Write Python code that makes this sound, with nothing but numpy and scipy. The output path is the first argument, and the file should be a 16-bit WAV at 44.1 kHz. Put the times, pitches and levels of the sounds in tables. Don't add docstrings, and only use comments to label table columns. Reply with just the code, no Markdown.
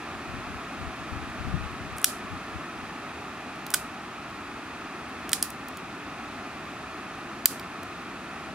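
import sys
import numpy as np
from scipy import signal
from scipy.fft import rfft, irfft, next_fast_len
from scipy.io import wavfile
from scipy.ndimage import uniform_filter1d

SR = 44100
rng = np.random.default_rng(int(sys.argv[2]) if len(sys.argv) > 2 else 0)


def persist_wave(psi):
    counts = np.round(np.clip(psi, -1, 1) * 32767).astype(np.int16)
    wavfile.write(sys.argv[1], SR, np.atleast_2d(counts).T)


def how_loud(loudness_db):
    steps = np.asarray(loudness_db, float) / 20
    return 10 ** steps


N = 376613
STICK_LEAN_DB = -2.6


def rms_one(x):
    return x / np.sqrt(np.mean(x ** 2) + 1e-20)


def in_time(rows):
    return np.interp(np.arange(N) / SR, *np.transpose(rows))


def at_hz(points, hz, column=1):
    points = np.array(points)
    return np.interp(np.log(hz + 1e-9), np.log(points[:, 0]), points[:, column])


def resonance(x, hz, width_hz):
    r = np.exp(-np.pi * width_hz / SR)
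    poles = [1, -2 * r * np.cos(2 * np.pi * hz / SR), r * r]
    return signal.lfilter([(1 - r * r) / 2, 0, (r * r - 1) / 2], poles, x)


def butter(x, hz, kind, order=2):
    return signal.sosfilt(signal.butter(order, hz, kind, fs=SR, output="sos"), x)


def sticks():
    break_starts = [
        2.0437,
        3.7395,
        5.3311,
        5.4264,
        7.4572,
        3.743,
    ]
    # level_db before the limiter, tear_ms, fade_db over the tear, left_late_us, scatter_db
    tears = [
        (11, 3, -9.5, 9.5, 4),
        (-8.5, 1.8, 0, 14, 3),
        (-3.5, 2.72, -6.5, 15, 4.5),
        (-6.5, 2.6, -9, 13.7, 5.5),
        (13.5, 3.4, -17, 27, -2),
        (-4.5, 2.64, -8, 8.3, 5),
    ]
    # (hz, db)
    colours = [
        (11994, 1.5, [(1900, -13), (2500, -8), (3300, -6), (4300, -13.5), (5600, -3), (7800, -4), (10200, -3)]),
        (13700, -4.5, [(1500, -3), (4000, -23), (5400, -4.5), (7700, -6), (13800, -21.5)]),
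        (11140, -0.5, [(2150, -11), (3550, -24), (5000, -12), (8400, -8), (13000, -23.5)]),
        (15000, -13, [(1500, -20.5), (3500, -16.5), (4900, -4), (6200, -4.5), (9700, 3), (14500, -12.5)]),
        (14660, -1.5, [(1600, -15), (3000, -11.5), (4600, -4), (6300, -5.5), (7900, -4), (13000, 3.5)]),
        (13600, 0, [(1500, -6), (2700, -12), (3200, -13), (7700, -6.5), (13800, -11)]),
    ]
    # start_s, peak_db, splinter_hz, splinter_db
    ticks = [(1.3028, -42, 6300, -9), (1.9674, -37.5, 9500, 0.5), (1.9743, -37.5, 9400, 0),
             (1.983, -24, 9090, -1), (1.9974, -36.5, 9400, 3.5), (2.0158, -29.5, 9360, 2),
             (2.0291, -29, 9450, 6), (2.8074, -49.5, 9000, -6), (3.5594, -48, 9000, -6),
             (3.666, -24, 5500, -15), (3.704, -21, 6900, -16.5), (3.7152, -30, 8000, -7),
             (4.3014, -49.5, 7500, -6), (5.0064, -52.5, 9000, -6.5), (5.0944, -45.5, 9000, -6),
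             (5.2931, -19.5, 3210, -19), (5.3177, -23, 8300, -5), (5.3375, -16, 7900, -20.5),
             (5.504, -21.5, 7900, -18), (5.685, -25, 14000, -11), (5.7715, -27.5, 10400, -23.5),
             (7.5968, -28, 4570, -4), (7.8317, -33.5, 9000, -19), (3.7225, -38, 11000, -8),
             (3.731, -40, 9000, -8)]
    rows = []
    for s, (level_db, tear_ms, fade_db, late_us, scatter_db), colour in zip(break_starts, tears, colours):
        rows.append((s, level_db, late_us, scatter_db, tear_ms, fade_db, 2200, *colour))
    for s, level_db, hz, ring_db in ticks:
        tear = (1.3, -4.0, low_edge(hz, ring_db), 15000, -3.0, [(hz, ring_db)])
        rows.append((s, level_db, 12.0, -1.5, *tear))

    luck = rng.random((len(rows), 3, 1024))
    direct, scattered = np.zeros((2, N)), np.zeros(N)
    hz = np.arange(513) * SR / 1024
    lean = how_loud(STICK_LEAN_DB / 2)
    for (s, level_db, late_us, scatter_db, *tear), mine in zip(rows, luck):
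        volley, spread = how_loud(level_db) * crack(mine, *tear)
        late = irfft(rfft(volley) * np.exp(-2j * np.pi * hz * min(late_us, 20) / 10 ** 6))
        start = round(s * SR)
        here = slice(start, start + len(volley))
        direct[:, here] += [late * lean, volley / lean]
        scattered[here] += spread * how_loud(scatter_db)
    return direct + signal.fftconvolve(scattered[None], bushes(), axes=1)[:, :N]


def crack(luck, tear_ms, fade_db, low_hz, high_hz, broad_db, modes):
    ms = np.arange(luck.shape[1]) / SR * 1000
    tearing = how_loud(fade_db * np.minimum(ms / tear_ms, 1) - 5.38 * np.maximum(ms - tear_ms, 0))
    sizes = how_loud(-2.5 * np.log(luck[1] + 0.091)) * np.sign(luck[2] - 0.5)
    parting = luck[0] < 15000 / SR
    burst = ms == 0
    fibres = np.array([parting * sizes * tearing + 3.0 * burst, burst])
    # sound, level in the volley (dB), level in the spread (dB)
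    parts = [(butter(fibres, [low_hz, high_hz], "band"), broad_db, -3.0)]
    for hz, db in modes:
        duller = how_loud(-1.6 * ms * hz / 10000)
        ring = resonance(resonance(fibres, hz, 0.18 * hz + 220), hz, 0.5 * hz)
        parts.append((duller * ring, db, min(db, -4.0) - 23.0))
    both = 0
    for part, db, spread_db in parts:
        both = both + how_loud([[db], [spread_db]]) * part / np.linalg.norm(part, axis=1, keepdims=True)
    return both / np.max(np.abs(both[0]))


def low_edge(hz, ring_db):
    return min(max(5600 + 330 * ring_db, 2400), 0.67 * hz)


def bushes(seconds=0.4):
    # hz, level_db, t60_s
    scatter = [(1503, -12.5, .2), (3000, 4, 0.2), (5000, 5.5, 0.26), (9000, 3.5, 0.28),
               (12000, 11.5, 0.238), (15000, 2, 0.197)]
    t = np.arange(int(seconds * SR)) / SR
    out, splits = 0, np.geomspace(1000, 17000, 9)
    for low, high in zip(splits, splits[1:]):
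        hz = np.sqrt(low * high)
        band = butter(rng.standard_normal((2, len(t))), [low, high], "band")
        out = out + band * how_loud(at_hz(scatter, hz) - 60 * t / at_hz(scatter, hz, column=2))
    near = 1 + 0.794 * how_loud(-60 * t / 0.108)
    lean = how_loud(STICK_LEAN_DB / 2 * np.array([[1], [-1]]))
    onset = np.clip((t - 0.003) / 0.0054, 0, 1)
    return out * near * lean * onset * how_loud(-45.0)


def wind():
    # hz, density_db per Hz
    buffeting = [(12, -43), (20, -15), (75, 7.5), (141, 0.5), (208, -5), (233, -7), (264, -20), (400, -23),
                 (520, -65), (880, -120)]
    size = next_fast_len(N)
    hz = np.arange(size // 2 + 1) * SR / size
    noise = irfft(rfft(rng.standard_normal((2, size))) * how_loud(at_hz(buffeting, hz)), size)[:, :N]
    evened = noise / np.sqrt(uniform_filter1d(noise ** 2, size=1800, axis=1) + 1e-20)
    return evened * how_loud(gusts_db() + np.array([[5.5], [-9.0]]))


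def gusts_db():
    # peak_s, level_db
    eddies = [(0.297, -43), (0.35, -38.0), (0.382, -43), (0.477, -46.3), (0.512, -45), (0.558, -43.2),
              (0.814, -37), (0.871, -37), (1.019, -45), (1.129, -35.6), (1.172, -37.2), (1.226, -39.3),
              (1.289, -43), (1.409, -36), (1.475, -29.5), (1.547, -25.5), (1.615, -33), (1.729, -41),
              (1.815, -42), (1.864, -43), (1.92, -42), (1.952, -45.4), (2.332, -36), (2.561, -38.2),
              (.16, -49),
        (1.655, -36),
        (2.25, -48),
        (2.76, -52),
        (2.838, -46.5),
        (8.49, -52),
    ]
    rise_db_per_s, fall_db_per_s, calm_db = 450, 399, -72.5
    t = np.arange(0, N + 64, 64) / SR
    s, db = np.transpose(eddies)[:, :, None]
    swells = how_loud(db - np.maximum(rise_db_per_s * (s - t), fall_db_per_s * (t - s)))
    power = np.sum(swells ** 2, axis=0) + how_loud(2 * calm_db)
    return np.interp(np.arange(N) / SR, t, 10 * np.log10(power))


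def rush():
    # hz, density_db per Hz
    rush_colour = [(20, -28.5), (60, -9.5), (120, -9.5), (270, -3.5), (510, -9), (950, -8), (1280, -5.5),
                   (1600, -9), (3200, -18.5), (6000, -29), (9700, -35), (12000, -40.5), (15500, -48),
                   (16000, -84)]
    # centre_hz, width_hz, level_db
    rush_bumps = [(79.8, 11, 2.5), (511.4, 85, -3.5), (920, 59, -2.5), (1610, 94, -2), (2283, 120, -2),
                  (2527, 180, 5.5), (3020, 420, -1.5), (6530, 100, 4.5), (9830, 560, 2.5)]
    # time_s, level_db
    rush_level = [(0.0, -38), (0.81, -38), (4.3, -39.5), (5.25, -39), (5.45, -40), (6.21, -39),
                  (7.75, -39.5), (8.54, -39)]
    # hz, correlation (-1 to 1)
    likeness = [(60, 0.99), (130, 0.983), (290, 0.993), (640, 0.939), (1410, 0.957), (3100, 0.7),
                (6820, 0.33), (15000, -0.36)]
    # hz, difference_db
    port_lean = [(60, 1.5), (240, 1.0), (950, 0.0), (3770, -1.0), (15000, -1.0)]
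    echo_ms, echo_share, echo_fade_hz = 1.981, 0.21, 3500
    left_lag_s = 2 / 44100

    size = next_fast_len(N)
    hz = np.arange(size // 2 + 1) * SR / size
    mid, side = rfft(rng.standard_normal((2, size)))
    alike = np.clip(at_hz(likeness, hz), 0, 1)
    common, apart = np.sqrt(1 + alike) * mid, np.sqrt(1 - alike) * side
    left = (common + apart) * np.exp(-2j * np.pi * hz * left_lag_s)
    right = common - apart
    lean = how_loud(at_hz(port_lean, hz) / 2)
    comb = 1 - echo_share * np.exp(-hz / echo_fade_hz - 2j * np.pi * hz * echo_ms / 1000)
    colour_db = at_hz(rush_colour, hz)
    for centre_hz, width_hz, db in rush_bumps:
        colour_db = colour_db + db * np.exp(-((hz - centre_hz) / width_hz) ** 2)
    both = irfft(how_loud(colour_db) * comb * np.array([left * lean, right / lean]), size)[:, :N]
    return how_loud(in_time(rush_level) + 1.0 + 0.14 * drift(8.4)) * rms_one(both)


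def drift(rate):
    r = np.exp(-80 * np.pi * rate / SR)
    slow = signal.lfilter([1], [1, -2 * r, r * r], rng.standard_normal(N // 40 + 2002))[2000:]
    return np.interp(np.arange(N) / 40, np.arange(len(slow)), rms_one(slow))


def scene():
    return sticks() + wind() + rush()


def low_pass(x):
    return signal.sosfilt(signal.butter(12, 16870, fs=SR, output="sos"), x)


def record(dry):
    ceiling_db, recover_db_per_s, attack_s = 4, 184, 0.00013
    peak_db = 20 * np.log10(np.max(np.abs(dry), axis=0) + 1e-9)
    over_db = np.maximum(peak_db - ceiling_db, 0)
    ramp = recover_db_per_s * np.arange(N) / SR
    held_db = np.maximum.accumulate(over_db + ramp) - ramp
    quick = np.exp(-1 / (attack_s * SR))
    held_db = signal.lfilter([1 - quick], [1, -quick], held_db)
    limited = np.clip(dry * how_loud(-held_db), -1, 1)
    edge = signal.cheby2(12, 45, 16300, fs=SR, output="sos")
    return low_pass(signal.sosfilt(edge, limited))


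dry = scene()
out = record(dry)
persist_wave(out)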